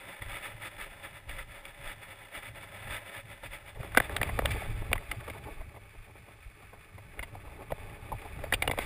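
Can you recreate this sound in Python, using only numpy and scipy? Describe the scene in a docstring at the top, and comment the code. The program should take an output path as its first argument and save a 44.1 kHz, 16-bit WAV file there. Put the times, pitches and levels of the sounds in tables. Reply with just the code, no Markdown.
"""A bridge, crossed by a small camera in a sealed plastic case. First it rides on a strap that rubs
in strokes, a few to each step; then it is held by hand: fingers slide, the case creaks and knocks.
Rubbing is stick-slip noise and knocks are short pushes, both filtered by the resonances of the case.
Wind, footfalls and grip rumble in the bass as slowly varying noise, with single jolts as pulses.
The one microphone hears all of it through the case; the recorder samples slowly and holds each value."""
import sys
import numpy as np
from scipy import signal
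from scipy.io import wavfile
from scipy.ndimage import uniform_filter1d

SR = 44100
rng = np.random.default_rng(int(sys.argv[2]) if len(sys.argv) > 2 else 0)


def volts(x):
    """Linear amplitude factor 10**(x/20) for a level x in dB, scalar or array-like."""
    e = np.asarray(x, float) / 20
    return 10 ** e


def wrap_up_sound(samples):
    """Save the sound to the file named by the first command line argument, as 16-bit audio."""
    columns = np.atleast_2d(samples).T
    # keep every value between -1 and 1, then stretch to whole-number steps
    tamed = np.clip(columns, -1, 1)
    steps = np.round(tamed * 32767).astype(np.int16)
    wavfile.write(sys.argv[1], SR, steps)


N = 390285

# resonances of the case: (frequency [Hz], width of one filter pass [Hz],
# gain under the strap [dB], gain in the hand [dB], gain when knocked [dB])
CASE_MODES = [(203, 137, -10.5, -7.5, 6), (312, 158, -8.5, -2.5, 7), (414, 180, -7.5, -0.5, 4),
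              (557, 140, -1.5, -1, 4), (670.4, 75, -3.5, -0.5, 4.5), (780, 185, -4, -1.5, 0.5),
              (1033, 195, -6, -8.5, -2), (1267, 330, -2.5, -3, 0), (1507, 99, -4.5, -1, 3),
              (1740, 264, 0, -0.5, 2), (2020, 131, 2.5, 1, 7), (2250, 232, 0.5, 3, 4.5),
              (2420, 318, -6.5, -1.5, 3), (2840, 96, -5.5, -21.5, -12.5), (3080, 62, -36, -17.5, -18),
              (3458, 264, -6, -14, -13.5), (3944, 24, -37, -16, -39.5), (4630, 100, -18, -19.5, -21.5),
              (5060, 210, -21, -26.5, -41)]
MODE_HZ, MODE_WIDTH_HZ, STRAP_GAIN_DB, HAND_GAIN_DB, KNOCK_GAIN_DB = np.transpose(CASE_MODES)
LOW_HZ, HIGH_HZ = 1100, 2700  # borders between low, middle and high modes
# resonances of the hollow of the case: (frequency [Hz], width of one filter pass [Hz], gain [dB])
HOLLOW_MODES = [(59.9, 80, -4.5), (81.4, 47, -0.5), (100.5, 22, 3.5), (131.3, 32, -21)]


def ramp(table):
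    """Linear interpolation: the columns after the time become curves at every sample."""
    s, *columns = np.transpose(table)
    return [np.interp(np.arange(N) / SR, s, column) for column in columns]


def unit(x):
    """Normalization of the mean power: scaled to rms 1."""
    return x / np.sqrt(np.mean(x ** 2))


def walk(rate):
    """Smoothed random process: levels held 1 / rate s and averaged twice, with a spread near 1."""
    hold = int(SR / rate)
    steps = np.repeat(rng.standard_normal(N // hold + 1), hold)
    slewed = uniform_filter1d(uniform_filter1d(steps, hold), hold)
    return 1.81 * slewed[:N]


def ring(x, hz, width, order=2):
    """Damped resonance: a second pass keeps the valleys between modes dark."""
    b, a = signal.iirpeak(hz, hz / width, fs=SR)
    for _ in range(order):
        x = signal.lfilter(b, a, x)
    return x


def case(push, gains_db, order=2, below_hz=np.inf):
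    """Modal superposition: the case answers a push in three groups of modes: low, middle, high."""
    groups = np.zeros((3, len(push)))
    for k, (hz, width, db) in enumerate(zip(MODE_HZ, MODE_WIDTH_HZ, gains_db)):
        if hz < below_hz:
            group = int(hz > LOW_HZ) + int(hz > HIGH_HZ)
            # after a single pass, alternating signs let neighbours add up between their peaks
            sign = (-1) ** (k * order)
            groups[group] += sign * volts(db) * ring(push, hz, width, order=order)
    return groups


def friction(slips, spread, flicker_db):
    """Stick-slip: a flickering hiss with sparse slips (slips per second) of uneven size on top."""
    where, size, hiss = rng.random(N), rng.exponential(size=N), rng.standard_normal(N)
    slip_size = 8.0 * volts(spread * np.minimum(size, 3.0))
    slip = (where < slips / SR) * np.sign(hiss) * slip_size
    return volts(flicker_db * walk(60)) * (hiss + slip)


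def strap(share):
    """Sliding friction: the strap creeps over the case all the time and drags hard in short strokes."""
    # strap lying on the case between strokes: (time [s], pressure as level of the middle modes [dB])
    creep_levels = [(0.0, -47.5), (0.4, -54), (1.05, -51.5), (1.27, -58), (1.97, -52.5), (2.4, -56),
                    (2.97, -47.5), (3.25, -56), (3.76, -56.5), (4.11, -41.5), (4.35, -46.5), (5.11, -45),
                    (5.7, -59)]
    # strokes of the strap, a few to each step: (time [s], length [ms], level of the middle modes [dB])
    strokes = [(0.081, 66, -48.5), (0.219, 18, -40.5), (0.284, 110, -42), (0.419, 64, -41),
               (0.495, 46, -49), (0.6, 27, -47), (0.635, 51, -39.5), (0.788, 65, -41), (0.9, 46, -52.5),
               (1.027, 38, -42.5), (1.137, 45, -47.5), (1.289, 26, -41), (1.32, 46, -47.5),
               (1.377, 49, -42.5), (1.49, 120, -51), (1.646, 69, -49), (1.841, 94, -43.5), (2.028, 13, -41),
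               (2.08, 51, -49.5), (2.341, 55, -40.5), (2.424, 70, -45.5), (2.6, 39, -50), (2.723, 150, -52),
               (2.901, 84, -38.5), (3.126, 84, -45), (3.295, 54, -48), (3.437, 34, -41.5), (3.518, 47, -42),
               (3.672, 34, -47), (4.02, 42, -42), (4.24, 51, -44.5), (4.49, 188, -47.5), (4.75, 152, -54)]
    creep_low_db = -2.5
    middle_stroke_db, stroke_low_db, low_per_db = -45, -6.5, -0.14  # harder strokes are brighter

    level_db, = ramp(creep_levels)
    low, mid, high = case(friction(slips=130.0, spread=3.3, flicker_db=1.67), STRAP_GAIN_DB)
    creep = volts(creep_low_db) * unit(low) + (mid + high) / np.std(mid)
    out = share * volts(level_db) * creep

    low, mid, high = case(friction(slips=220.0, spread=1.85, flicker_db=0.2), STRAP_GAIN_DB)
    now_ms = np.arange(N) * 1000 / SR
    for s, ms, db in strokes:
        at = slice(max(int((s - 0.04) * SR), 0), int((s + 0.3) * SR))
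        # the drag swells and lets go within some milliseconds
        rise = (now_ms[at] - 1000 * s) / 7.6
        fall = (1000 * s + ms - now_ms[at]) / 7.0
        low_db = stroke_low_db + low_per_db * (db - middle_stroke_db)
        rub = volts(low_db) * low[at] / np.std(low) + (mid + high)[at] / np.std(mid)
        out[at] += volts(db) * rub / (1 + np.exp(-rise)) / (1 + np.exp(-fall))
    return out


def sway():
    """Transient excitation: the body lurches at each footfall, exponentially up and down again."""
    # footfalls: (time of the peak [s], sway level [dB])
    footfalls = [(0.27, -45), (0.79, -49.5), (1.31, -44), (1.87, -49), (2.39, -51), (2.912, -47),
                 (3.47, -45)]
    rise_s, fall_s = 0.037, 0.11
    now = np.arange(N) / SR
    lurch = np.zeros(N)
    for s, db in footfalls:
        lurch += volts(db) * np.exp(np.minimum((now - s) / rise_s, (s - now) / fall_s))
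    return lurch


def rumble(share):
    """Turbulent pressure: a deep sway, a boom ringing the hollow and, in the hand, a thrum between."""
    # swing of the hand-held camera: (time [s], rumble level ahead of the three shares below [dB])
    swing_levels = [(3.9, -45.5), (4.4, -34.5), (4.96, -36), (5.0, -46.5), (5.7, -52.5), (6.4, -59.5),
                    (6.9, -61), (7.5, -48.5), (8.1, -47.5), (8.5, -41), (8.85, -41)]
    swing, lurch = share * volts(ramp(swing_levels)[0]), sway()

    deep = unit(ring(rng.standard_normal(N), 25.0, 31.0)) * volts(2.0 * walk(11))
    air = rng.standard_normal(N) * volts(3.65 * walk(25))
    boom = unit(sum(volts(db) * ring(air, hz, width) for hz, width, db in HOLLOW_MODES))
    thrum = unit(ring(rng.standard_normal(N) * volts(2.4 * walk(15)), 66.0, 57.0))

    # the first term is the wind between footfalls
    deep *= volts(-66.5) + lurch + volts(-6) * swing
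    boom *= volts(-57.5) + volts(-9.5) * lurch + volts(-7) * swing
    return deep + boom + volts(-5) * swing * thrum


def steady_hiss():
    """Stationary random noise: a broad resonance gives the hiss its colour."""
    return volts(-71) * unit(ring(rng.standard_normal(N), 1100.0, 5300.0))


def jolts():
    """Impulsive loading: each jolt swings the microphone membrane a cycle or so and kicks the hollow."""
    # jolts of footfalls and grip: (time of the peak [s], level ahead of the -4 dB shares [dB], pitch [Hz])
    jolt_list = [(0.222, -28, 91.5), (0.55, -34.5, 104), (1.299, -29, 59), (1.802, -35.5, 102),
                 (1.88, -40.5, 32), (2.861, -34.5, 102), (3.345, -40, 90), (3.77, -30, 93.7),
                 (3.805, -23.5, 104), (3.908, -35, 97), (4.005, -24, 125), (4.211, -22.5, 100),
                 (4.456, -21, 66), (4.811, -32, 31), (4.864, -35, 52), (4.96, -32, 34.4), (5.099, -28, 52),
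                 (5.611, -30.5, 31), (5.995, -36, 32), (6.473, -31.5, 50), (7.207, -27.5, 50.7),
                 (7.478, -31, 58), (7.729, -25.5, 114), (8.136, -25, 96), (8.329, -29, 80),
                 (8.557, -26, 39.8), (8.69, -24.5, 110)]
    swing, kick, t = np.zeros(N + 4096), np.zeros(N + 4096), np.arange(-4096, 4096) / SR
    for s, db, hz in jolt_list:
        at = slice(int(s * SR) - 4096, int(s * SR) + 4096)
        swing[at] += volts(db) * np.cos(2 * np.pi * hz * t) * np.exp(-(t * hz / 0.71) ** 2)
        kick[at] += volts(db) * np.exp(-((t + 0.0051) / 0.0043) ** 2)  # leads the swing by 5.1 ms
    boom = sum(volts(db) * ring(kick[:N], hz, width, order=1) for hz, width, db in HOLLOW_MODES)
    return volts(-4.0) * swing[:N] + volts(-4.0) * boom


def favour(hz, db, spread):
    """Selective excitation: the spot that is touched lifts the modes near one pitch."""
    return db * np.exp(-(np.log(MODE_HZ / hz) / spread) ** 2)


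def knocks():
    """Impact: a first touch, then a rough contact; long ones start softly, short ones crack."""
    # knocks and ticks: (time [s], peak of the middle modes [dB], favoured pitch [Hz],
    # peak of the low modes over the middle ones [dB], contact time [ms])
    knock_list = [(0.219, -32, 2100, -6, 5.8), (1.293, -32, 2270, -9, 3.2), (1.386, -30.5, 2050, -23, 7.6),
                  (1.653, -32.5, 2350, -18, 2.7), (3.43, -44, 2200, 5, 10), (3.755, -55, 490, 11, 17),
                  (3.795, -46, 620, 6.5, 11), (3.831, -31, 1350, -4.5, 2), (3.9485, -20.5, 1380, -16, 1.4),
                  (3.964, -31, 2200, -8, 2), (3.9721, -1, 1550, -8.5, 2.7), (3.98, -14, 2200, -7.5, 2),
                  (4.0012, -13, 1840, -8, 1.9), (4.095, -28.5, 1740, -9, 2), (4.165, -18, 3350, -15, 2.6),
                  (4.182, -40, 700, 1, 2.3), (4.2141, -16, 1830, -6, 3.1), (4.2301, -16.5, 2370, -9.5, 2),
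                  (4.29, -31, 1940, 2, 6.8), (4.39, -15, 1350, -1.5, 2.5), (4.42, -31, 1240, 1, 2.2),
                  (4.4515, -34.5, 590, 10, 3), (4.457, -16, 3230, -26, 1.8), (4.505, -26, 2250, -12, 12),
                  (4.619, -38, 700, 7.5, 7), (4.915, -35.5, 2250, 8.5, 3.8), (4.93, -10.5, 2360, -13, 0.93),
                  (4.954, -31.5, 980, 1, 5.9), (4.979, -29, 1970, -22, 1.7), (5.1139, -23, 2240, -21, 3.6),
                  (5.278, -32.5, 1290, 1, 5.9), (5.299, -32, 2270, -3.5, 4.7), (5.605, -48, 2020, 9, 9.4),
                  (5.76, -48.5, 2080, 8.5, 10.5), (6.28, -58, 2610, 14, 9.4), (6.619, -45.5, 1300, -2, 15),
                  (6.73, -48, 1570, 7, 8.3), (6.98, -44.5, 2160, 2.5, 6.3), (7.192, -27, 2110, -8.5, 4.1),
                  (7.227, -29, 2090, -6, 6.9), (7.352, -45.5, 780, 9.5, 4.2), (7.47, -52.5, 2340, 11.5, 11),
                  (7.705, -44.5, 2400, 10, 6.1), (7.72, -29.5, 610, 8, 0.72),
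                  (8.118, -45.5, 866, 19.5, 7.4), (8.246, -52, 785, 13, 18), (8.39, -37, 1330, -2, 4.3),
                  (8.4385, -31.5, 590, 5, 3.7), (8.5239, -14, 1810, -8.5, 4.4),
                  (8.5365, -15, 2420, -10, 5.3), (8.622, -14.5, 2210, -11, 3.7), (8.635, -41, 700, 9, 12),
                  (8.6761, -17.5, 2720, -3, 2.9), (8.697, -30, 2050, 6.5, 1.8),
                  (8.712, -19.5, 2160, -4, 3.9), (8.734, -40.5, 2200, 11, 2.5),
                  (8.7762, -32, 625, 5.5, 2.5), (8.7868, -20.5, 2250, -0.5, 3.1), (8.8, -31, 2150, -8, 27)]
    length = 3072
    out, t = np.zeros(N + length), np.arange(length) / SR
    grits = rng.standard_normal((len(knock_list), length))
    for (s, db, bright_hz, low_db, ms), grit in zip(knock_list, grits):
        u = t * 1000 / max(ms, 0.3)  # time in contact lengths
        contact = grit * (1 - np.exp(-u / 0.26)) * np.exp(-u ** 1.1)
        touch = 10.2 / ms * np.exp(-t / 0.0001)
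        push = ring(contact - touch, 1465.0, 5500.0)

        spread = 0.11 if bright_hz > LOW_HZ else 0.25  # a thud presses a broad patch
        groups = case(push, KNOCK_GAIN_DB + favour(bright_hz, db=12.0, spread=spread), order=1)
        # high modes over the middle ones: for a thud, a dull and a sharp knock
        high_db = np.interp(bright_hz, [900, 1650, 2520], [-10, -17, 0])
        gains = volts(db + np.array([low_db, 0, high_db])) / np.abs(groups).max(axis=1)
        start = int(s * SR)
        out[start:start + length] += gains @ groups
    return out[:N]


def hand(share):
    """Stick-slip in the hand: fingers slide in the treble, the shifting grip bumps the low modes."""
    # the hand: (time [s], fingers sliding, middle modes [dB], grip shifting, low modes [dB])
    hand_levels = [(3.68, -78, -72), (3.77, -69, -50), (3.81, -43.5, -42.5), (3.91, -53, -53),
                   (4.03, -50, -46), (4.11, -50, -43.5), (4.29, -51, -45.5), (4.52, -44.5, -47),
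                   (4.7, -50.5, -48.5), (4.9, -54.5, -49), (5.09, -50, -51), (5.58, -54.5, -53),
                   (5.69, -59.5, -61), (6.93, -58.5, -61.5), (7.5, -56, -53.5), (8.49, -52, -50),
                   (8.63, -54.5, -52), (8.75, -50.5, -45.5), (8.85, -43, -43.5)]
    slide_db, grip_db = ramp(hand_levels)
    high_db = -60.5 + 1.2 * (slide_db + 50)  # high modes grow faster than the slide
    _, mid, high = case(friction(slips=140.0, spread=2.7, flicker_db=1.06), HAND_GAIN_DB)
    grip_rub = friction(slips=60.0, spread=5.1, flicker_db=2.5)
    low = case(grip_rub, HAND_GAIN_DB, below_hz=LOW_HZ)[0]
    slide = volts(slide_db) * unit(mid) + volts(high_db) * unit(high)
    return share * (slide + volts(grip_db) * unit(low))


def scene():
    """Superposition of all sources: the strap ride gives way to the hand-held view."""
    now = np.arange(N) / SR
    grip = np.interp(now, [3.7, 4.25], [0, 1])  # the hand closes on the case
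    slack = np.interp(now, [3.85, 4.55], [0, 1])  # the strap slackens
    mono = strap(1 - slack ** 0.5) + rumble(grip ** 0.38) + steady_hiss()
    mono = mono + jolts() + knocks() + hand(grip ** 0.48)
    return np.array([mono, mono])


def roll_off(x):
    """The treble ends steeply here."""
    return signal.sosfilt(signal.butter(12, 16470, fs=SR, output="sos"), x)


def record(dry):
    """Sample and hold: 12000 values a second, held flat, mirror the sound around 6 and 12 kHz."""
    rounded = 0.55 * np.tanh(dry / 0.55)  # loud peaks saturate softly
    slow = signal.resample_poly(rounded, up=40, down=147, axis=1)
    steps = np.repeat(slow, 4, axis=1)  # 48000 samples a second
    held = signal.resample_poly(steps, up=147, down=160, axis=1)[:, :N]
    # each channel carries its own trace of noise
    noisy = held + volts(-77.5) * rng.standard_normal(held.shape)
    lowpass = signal.ellip(8, 0.3, 36.0, 15350, fs=SR, output="sos")
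    mix = signal.sosfilt(lowpass, noisy)
    return roll_off(mix)


dry = scene()
out = record(dry)
wrap_up_sound(out)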